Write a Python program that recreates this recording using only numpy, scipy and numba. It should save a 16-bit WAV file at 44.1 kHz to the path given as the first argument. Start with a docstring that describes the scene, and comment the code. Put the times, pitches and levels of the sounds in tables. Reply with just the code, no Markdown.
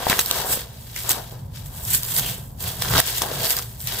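"""Dry foam crunches and powder hisses as two hands crush crumbs in a foil tray, close by.
Each squeeze is a swell of tiny brittle fractures, coloured by the hollow of the fist; larger lumps snap.
Stick-slip friction scrapes the tray and rasps on skin, the foil buckles with dull knocks,
and the table thuds under the hands. Behind it all a machine hums low in a small room."""
import sys
import numpy as np
from scipy import signal
from scipy.fft import rfft, irfft
from scipy.io import wavfile
from numba import njit

SR = 44100
rng = np.random.default_rng(int(sys.argv[2]) if len(sys.argv) > 2 else 0)


def waveform_to_disk(signal):
    """Save audio, clipped to [-1, 1], as 16-bit WAV at the path in sys.argv[1]."""
    frames = np.transpose(np.atleast_2d(signal))
    scaled = np.clip(frames, -1, 1) * 32767
    samples = np.round(scaled).astype(np.int16)
    wavfile.write(sys.argv[1], SR, samples)


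N = 176400
FFT_SIZE, TOP_HZ = 196608, 15520
SPOTS = 8  # source positions in the tray
TIME = np.arange(N) / SR
HZ = np.arange(FFT_SIZE // 2 + 1) * SR / FFT_SIZE
SPLIT = np.array([[.5], [-.5]])  # shares a difference between left and right


def undb(db):
    """Amplitude ratio of a level in decibels."""
    return 10 ** (np.asarray(db) / 20)


def unit(x):
    """Normalisation to rms 1."""
    return x / np.sqrt(np.mean(x ** 2))


def curve(points):
    """Interpolation of (frequency [Hz], value) points on a logarithmic frequency axis."""
    hz, values = np.array(points, float).T
    return np.interp(np.log(HZ + 1), np.log(hz), values)


def colour(points):
    """Minimum-phase filter with the given spectrum and unit power below TOP_HZ."""
    gain = undb(curve(points))
    cepstrum = irfft(np.log(gain / np.sqrt(np.mean(gain ** 2 * (HZ < TOP_HZ)))))
    cepstrum[1:FFT_SIZE // 2] *= 2
    return np.exp(rfft(cepstrum[:FFT_SIZE // 2], FFT_SIZE))


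def wander(per_s):
    """Random modulation: Gaussian values joined by straight lines."""
    steps = rng.standard_normal(size=4096)
    return np.interp(TIME * per_s, np.arange(len(steps)), steps)


def resonance(hz, width):
    """Response of a damped oscillator, 1 at its centre."""
    return 1j * HZ * width / (hz ** 2 - HZ ** 2 + 1j * HZ * width)


@njit
def moving_resonance(x, hz, damping):
    """Band-pass resonator with a moving centre; damping is bandwidth over centre frequency."""
    y, band, low = np.empty(len(x)), 0., 0.
    for i in range(len(x)):
        g = np.tan(np.pi * hz[i] / SR)
        v = (band + g * (x[i] - low)) / (1 + g * (g + damping))
        band, low = 2 * v - band, low + 2 * g * v
        y[i] = damping * v
    return y


def swells(strokes):
    """Exponential swells add in power; gives their joint envelope and its left and right gains."""
    power = 0
    for peak, rise, fall, db, pan in strokes:
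        drop_db = 20 * np.maximum((peak - TIME) / rise, (TIME - peak) / fall)
        power = power + (undb(db - drop_db) * undb(pan * SPLIT)) ** 2
    envelope = np.sqrt(power.mean(axis=0)) + 1e-12
    return envelope, np.sqrt(power) / envelope


def propagation():
    """Multipath propagation: direct sound and decaying reflections from each spot to two microphones."""
    # excess of the left microphone over the right: (frequency [Hz], level [dB])
    left_excess = [(250, 0), (520, 0), (680, 7.5), (880, 9), (1120, -1), (1650, 3), (2100, 1.5), (2600, 5),
                   (3400, 0), (6000, 1), (10000, -1), (13000, -3)]
    # lead of the left microphone: (frequency [Hz], phase [rad])
    left_lead = [(450, 0), (730, 1.2), (830, 0), (1020, -1.3), (1300, 0)]
    # reflections: (reverberation time [s], relative level [dB], onset [s])
    tray_and_hands, room = (.009, -3, .0003), (.17, -13, .005)
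    t = TIME[:SR // 2]
    apart = HZ / np.hypot(HZ, 400)  # long waves reach both microphones alike
    paths = []
    for right_lag_s in 5e-5 + 4.5e-5 * np.linspace(-2, 2, SPOTS):
        tail = 0
        for t60, db, onset in (tray_and_hands, room):
            echo = rng.standard_normal((2, len(t))) * undb(-60 * t / t60) * (t > onset)
            tail = tail + undb(db) * unit(echo) / np.sqrt(len(t))
        direct = np.exp(2j * np.pi * HZ * right_lag_s * SPLIT)
        power = 1 + apart ** 2 * np.sum(tail ** 2) / 2
        paths.append((direct + apart * rfft(tail, FFT_SIZE)) / np.sqrt(power))
    lead = np.exp(1j * curve(left_lead) * SPLIT)
    sides = undb(curve(left_excess) * SPLIT)
    return np.array(paths) * lead * sides / np.sqrt(np.mean(sides ** 2, axis=0))


def hear(spots, paths, response):
    """Superposition: the sounds of all spots add at the microphones, each filtered by its path."""
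    return irfft(sum(rfft(x, FFT_SIZE) * path for x, path in zip(spots, paths)) * response)[:, :N]


def grains(strokes, paths, spectrum, per_s, spread_db, clump_db, clumps_per_s):
    """Shot noise: random clicks, many weak and a few strong, that clump and follow the strokes."""
    occurs = rng.random(N) < per_s / SR
    size = np.minimum(rng.exponential(size=N), 5)
    sign = rng.choice([-1, 1], N)
    clicks = unit(occurs * sign * undb(spread_db * size + clump_db * wander(clumps_per_s)))
    envelope, sides = swells(strokes)
    spot = rng.integers(SPOTS, size=N)
    return sides * hear([clicks * envelope * (spot == k) for k in range(SPOTS)], paths, colour(spectrum))


def low_noise(spectrum, side_db):
    """Partly coherent noise: nearly alike in both microphones in the bass, unrelated higher up."""
    mid, side = rfft(rng.standard_normal((2, FFT_SIZE))) * colour(spectrum)
    width = np.minimum(undb(side_db) * np.hypot(1, (HZ / 170) ** 2 + 80 / (HZ + 10)), 1)
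    return irfft(mid + width * side * np.array([[1], [-1]]))[:, :N]


def machine(hum_hz=118, hum_db=-44, rumble_db=-40.5):
    """A motor hum wavers by phase and amplitude modulation over a steady rumble."""
    # rumble spectrum: (frequency [Hz], relative level [dB])
    spectrum = [(12, -45), (28, -19), (45, -1), (68, 1), (88, -5), (118, 1), (165, -9), (225, -12),
                (310, -26), (490, -21.5), (950, -23.5), (1600, -46), (6000, -50), (16000, -45)]
    phase = 2 * np.pi * hum_hz * TIME + .45 * wander(14)
    hum = np.sqrt(2) * np.sin(phase) * undb(2.2 * wander(9))
    return undb(hum_db) * hum + undb(rumble_db) * low_noise(spectrum, side_db=-20)


def table_thuds():
    """Forced vibration: the table thuds under the weight of the hands."""
    # hands leaning: (peak time [s], rise [s per 20 dB], fall [s per 20 dB], level [dB], pan left [dB])
    presses = [(.51, .06, .06, -33, 0), (1.43, .3, .4, -35, 0), (1.7, .3, .3, -36, 0),
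               (1.92, .3, .25, -32, 0), (2.23, .3, .6, -33, 0), (2.66, .4, .15, -33, 0),
               (2.805, .08, .08, -30, 0), (2.955, .13, .06, -20, 0), (3.4, .25, .15, -30, 0),
               (3.88, .2, .4, -35, 0)]
    # thud spectrum: (frequency [Hz], relative level [dB])
    spectrum = [(15, -30), (40, -8), (65, -3), (100, -1), (145, 0), (200, -13), (300, -24), (600, -44),
                (3000, -70)]
    envelope, sides = swells(presses)
    return envelope * sides * low_noise(spectrum, side_db=-25)


def tray_ring():
    """Modal resonance: the tray lifts narrow bands of whatever moves in it."""
    # tray modes: (frequency [Hz], bandwidth [Hz], relative lift [dB])
    modes = [(394, 18, 7), (490, 20, 7), (666, 24, 6), (738, 24, 5), (904, 40, 4), (1581, 35, 5),
             (1645, 25, 4), (3285, 45, 3), (3540, 50, 4), (3880, 80, 4), (4484, 30, 5)]
    return undb(-1) * (1 + sum((undb(db) - 1) * resonance(hz, width) for hz, width, db in modes))


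def rasping(paths, slips_per_s=130):
    """Stick-slip friction: foam jerks unevenly over skin and excites one broad resonance."""
    # rasps: (peak time [s], rise [s per 20 dB], fall [s per 20 dB], level [dB], pitch [Hz])
    rasps = [(.964, .012, .04, -35, 2250), (1.945, .05, .05, -35, 2300), (2.27, .16, .12, -32, 2950),
             (2.68, .06, .06, -40, 3600)]
    out = 0
    for k, (peak, rise, fall, db, hz) in enumerate(rasps):
        phase = np.cumsum(slips_per_s * undb(1.5 * wander(60))) / SR % 1
        envelope, _ = swells([(peak, rise, fall, db, 0)])
        slips = unit(rng.standard_normal(N) * np.exp(-phase / .3)) * envelope
        ring = resonance(hz, width=900) ** 2
        out = out + hear([slips], [paths[k]], ring / np.sqrt(np.mean(abs(ring) ** 2)))
    return out


def knocking(paths, decay_cycles=.8):
    """Damped free vibration: the foil buckles with a dull tock, stilled at once by the powder on it."""
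    # buckles under the fingers: (time [s], starting level [dB], pitch [Hz])
    knocks = [(.068, -1.5, 750), (.098, -12, 210), (.1195, -3, 1700), (.129, 2, 2000), (.191, -1, 1600),
              (.447, -14, 800), (.573, -14, 520), (1.324, -25, 600), (2.8215, -14, 1350),
              (2.849, -15, 1500), (2.8585, -15, 1300), (2.9255, -11, 1200), (2.9375, -5, 1400),
              (2.9525, -4, 1400), (2.9618, -4, 1200), (2.9688, -3, 1200), (2.981, -6, 1100),
              (2.987, -9, 750), (2.993, -8, 750), (3.001, -5, 1700), (3.2185, -7, 1100), (3.315, -16, 520),
              (3.5395, -17, 1300), (3.55, -19, 1400), (3.5765, -18, 1400), (3.593, -13, 1400)]
    spots = np.zeros((SPOTS, N))
    for k, (start, db, hz) in enumerate(knocks):
        cycles = hz * TIME[:SR // 20]
        tock = np.sin(2 * np.pi * cycles) * np.exp(-cycles / decay_cycles)
        i = int(start * SR)
        spots[k % SPOTS, i:i + len(tock)] += undb(db) * tock
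    return hear(spots, paths, 1)


def scraping(paths, sag_octaves_per_s=3, damping=.7, lift_db=4.5, gain_db=-2.2):
    """Crumbs stick and slip on the tray; the cavity under the palm resonates, lower as it closes."""
    # finger strokes: (peak time [s], rise [s per 20 dB], fall [s per 20 dB], relative level [dB],
    # pan left [dB], pitch at the peak [Hz])
    scrapes = [(.02, .19, .06, -32, 0, 900), (.115, .114, .126, -24, 0, 1200),
               (.378, .141, .17, -29, 3, 1250), (.502, .3, .186, -31, -1, 680),
               (1.095, .1, .14, -32, 1, 1450), (1.175, .12, .1, -33, 1, 740),
               (1.335, .08, .146, -44, -1, 600), (1.81, .3, .45, -47, -1, 650),
               (2.25, .5, .28, -39, -2, 750), (2.625, .04, .6, -39.5, -2, 800),
               (2.9, .14, .14, -32, 1, 1400), (2.988, .11, .025, -24.5, 2, 850), (3.1, .1, .3, -41, 0, 750),
               (3.226, .02, .3, -28, 0, 800), (3.425, .176, .13, -31, -2, 560),
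               (3.591, .4, .1, -41, 3, 1100), (3.927, .062, .6, -40, 0, 900)]
    # friction spectrum: (frequency [Hz], relative level [dB])
    spectrum = [(70, -25), (180, -3), (290, -6), (420, -1.5), (560, -2), (700, .5), (1050, -3), (1300, -6),
                (1620, -6), (2200, -21), (6000, -37), (16000, -50)]
    rub = grains([row[:5] for row in scrapes], paths, spectrum,
                 per_s=2600, spread_db=1.8, clump_db=1.2, clumps_per_s=110)
    peak, rise, fall, db, _, hz = np.array(scrapes).T
    age = TIME[::64, None] - peak
    power = undb(db - 20 * np.maximum(-age / rise, age / fall)) ** 2
    stroke_hz = hz * 2 ** (-sag_octaves_per_s * age)
    pitch = np.sum(power * stroke_hz, axis=1) / np.sum(power, axis=1)  # the loudest stroke dominates
    pitch = np.interp(TIME, TIME[::64], pitch.clip(300, 3000))
    ring = np.array([moving_resonance(x, pitch, damping) for x in rub])
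    return undb(gain_db) * (rub + (undb(lift_db) - 1) * ring)


def snapping(paths, gain_db=-.5):
    """Brittle fracture: a lump gives way in a dying run of cracks a few milliseconds long."""
    # lumps breaking: (time [s], relative level [dB], decay time [s], tilt [dB per octave])
    snaps = [(.0975, -10, .004, 1), (.1915, -7.5, .004, 0), (.2035, -15, .003, 1), (.211, -13, .002, 2),
             (.2603, -10, .0015, 5), (.3112, -4, .0018, -1), (.9615, -22, .003, -1),
             (1.0922, -7.5, .0024, 1.5), (1.1, -13, .003, 2), (1.1075, -16, .003, 2), (1.1155, -8, .002, 1),
             (1.851, -15, .0012, 3), (1.9405, -9, .002, 2), (1.9465, -12, .004, 3), (2.032, -11, .0015, 3),
             (2.05, -19, .0015, 3), (2.164, -14, .003, 2.5), (2.195, -13, .002, 2), (2.6045, -26, .003, 0),
             (2.8208, -13.5, .003, 0), (2.9795, -7, .002, -1), (2.9998, -6, .0035, 0),
             (3.0645, -18, .002, 1), (3.172, -17, .0015, 0), (3.1822, -7, .001, 2), (3.2185, -14, .005, .5),
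             (3.4465, -11, .001, 0), (3.4535, -11, .0015, 0), (3.4685, -15, .0015, 0),
             (3.4985, -9, .001, 2), (3.505, -8, .002, 1), (3.5665, -12, .002, 1), (3.588, -10, .0013, 1),
             (3.593, -15, .001, 0), (3.623, -21, .0015, 0), (3.8035, -23, .002, 2), (3.872, -11, .0015, 3)]
    # crack spectrum: (frequency [Hz], relative level [dB])
    spectrum = [(100, -18), (500, -8), (1600, -3), (2300, -5), (3600, 2), (4700, 2), (6000, -1), (8000, 1),
                (10000, -2), (13000, 0), (16000, -1)]
    spots = np.zeros((SPOTS, N))
    age = TIME[:2048]
    octaves = np.log2(np.linspace(0, SR / 2, len(age) // 2 + 1).clip(500, 13000) / 8000)
    for k, (start, db, decay, tilt_db) in enumerate(snaps):
        envelope = np.exp(-(age / decay) ** 2) * (1 - np.exp(-age / .0003))
        cracks = unit(rng.standard_normal(len(age)) * envelope) * np.sqrt(np.mean(envelope ** 2))
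        cracks = irfft(rfft(cracks) * undb(tilt_db * octaves))[:len(age) // 2]
        i = int(start * SR)
        spots[k % SPOTS, i:i + len(cracks)] += undb(db + gain_db) * cracks[:N - i]
    return hear(spots, paths, colour(spectrum))


def fist(foam):
    """Cavity resonance: each grip closes a hollow that colours the breaking foam for a moment."""
    # hollows: (time [s], half length [s], pitch [Hz], bandwidth [Hz], lift [dB])
    hollows = [(.1, .1, 2100, 1400, 5), (.53, .05, 8050, 500, 5), (1.105, .04, 7700, 400, 5),
               (1.105, .04, 14400, 900, 4), (1.95, .05, 7200, 2000, 3), (2.185, .04, 12000, 1500, 3),
               (2.95, .08, 1600, 500, 5), (2.98, .05, 3800, 400, 3), (3.47, .08, 4600, 400, 3),
               (3.52, .05, 13000, 300, 8)]
    spectrum, out = rfft(foam, FFT_SIZE), foam
    for peak, half_length, hz, width, db in hollows:
        grip = np.exp(-((TIME - peak) / half_length) ** 2)
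        ring = irfft(spectrum * resonance(hz, width))[:, :N]
        out = out + (undb(db) - 1) * grip * ring
    return out


def crushing(paths, crunch_gain_db=1.5, powder_gain_db=1.2):
    """Acoustic emission: foam cells fracture in the fist while fine powder hisses between them."""
    # squeezes: (peak time [s], rise [s per 20 dB], fall [s per 20 dB], relative level [dB],
    # hiss offset [dB], pan left [dB])
    squeezes = [(.01, .1, .3, -36, -1, 1), (.111, .085, .13, -25, 2, 0), (.199, .038, .05, -26, 6, -1),
                (.266, .057, .196, -35, 7, -1), (.385, .195, .16, -28, 1, 2), (.535, .12, .06, -26, 6.5, 1),
                (.61, .2, .069, -34, -3, 0), (.914, .9, .06, -47, 1.5, 1), (.977, .07, .33, -35, 4, 1),
                (1.108, .035, .034, -25.5, 7, 1), (1.142, .2, .16, -35, -.5, 3),
                (1.315, .144, .177, -49, 2, 0), (1.56, .045, .144, -42, 1, 3), (1.66, .04, .08, -49, 7, 1),
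                (1.78, .13, .15, -44, 7.5, 2), (1.903, .11, .122, -33.5, 8, 1),
                (1.949, .059, .048, -25, 9, 0), (2.12, .22, .089, -33, 6, 0),
                (2.187, .074, .044, -26.5, 8.5, -1), (2.287, .238, .116, -31, 3, 0),
                (2.323, .124, .31, -51, 12, 0), (2.605, .02, .4, -38, 6, -1), (2.68, .064, .107, -31, 1, 0),
                (2.825, .058, .074, -30, 0, 0), (2.995, .19, .018, -20, 0, -1),
                (3.015, .03, .15, -31, -1, 0), (3.076, .07, .156, -28, 1, 2),
                (3.178, .095, .058, -27, 2, 1), (3.224, .035, .09, -29, 1, 2),
                (3.345, .253, .053, -34, 0, 1), (3.457, .203, .081, -26.5, 1, 0),
                (3.512, .064, .08, -26, 5, 0), (3.571, .037, .15, -34, 4, 0), (3.72, .3, .3, -51, 6, 1),
                (3.811, .04, .204, -46, 13, 2), (3.89, .045, .329, -29, -1, 2),
                (3.997, .044, .122, -28, 1, 1)]
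    # spectra of breaking cells and of powder: (frequency [Hz], relative level [dB])
    crunch_spectrum = [(100, -27), (350, -9), (1000, -7.5), (1600, -4), (2100, -5.5), (2700, -1.5),
                       (3400, .5), (4100, -2), (4800, .5), (6200, -4), (9000, -11), (16000, -16)]
    powder_spectrum = [(500, -38), (3000, -20), (5500, -11), (6700, -8), (7800, 1), (9300, -5), (10800, -3),
                       (12800, 1.5), (15500, -.5)]
    crunch_strokes = [(t, rise, fall, db, pan) for t, rise, fall, db, _, pan in squeezes]
    powder_strokes = [(t, rise, fall, db + hiss, pan) for t, rise, fall, db, hiss, pan in squeezes]
    crunch = grains(crunch_strokes, paths * tray_ring(), crunch_spectrum,
                    per_s=4500, spread_db=2.8, clump_db=1.8, clumps_per_s=180)
    powder = grains(powder_strokes, paths, powder_spectrum,
                    per_s=7000, spread_db=2.9, clump_db=1.8, clumps_per_s=220)
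    return undb(crunch_gain_db) * crunch + undb(powder_gain_db) * powder


def scene():
    """Superposition of foam, tray and table over the hum of the machine."""
    paths = propagation()
    via_tray = paths * tray_ring()
    foam = fist(crushing(paths) + snapping(paths)) + rasping(paths)
    return foam + scraping(via_tray) + knocking(via_tray) + table_thuds() + machine()


def record(dry):
    """Band limiting: a steep low-pass cuts the top treble after clipping at full scale."""
    low_pass = signal.ellip(10, .2, 70, TOP_HZ, fs=SR, output="sos")
    return signal.sosfilt(low_pass, np.clip(dry, -1, 1))


dry = scene()
out = record(dry)
waveform_to_disk(out)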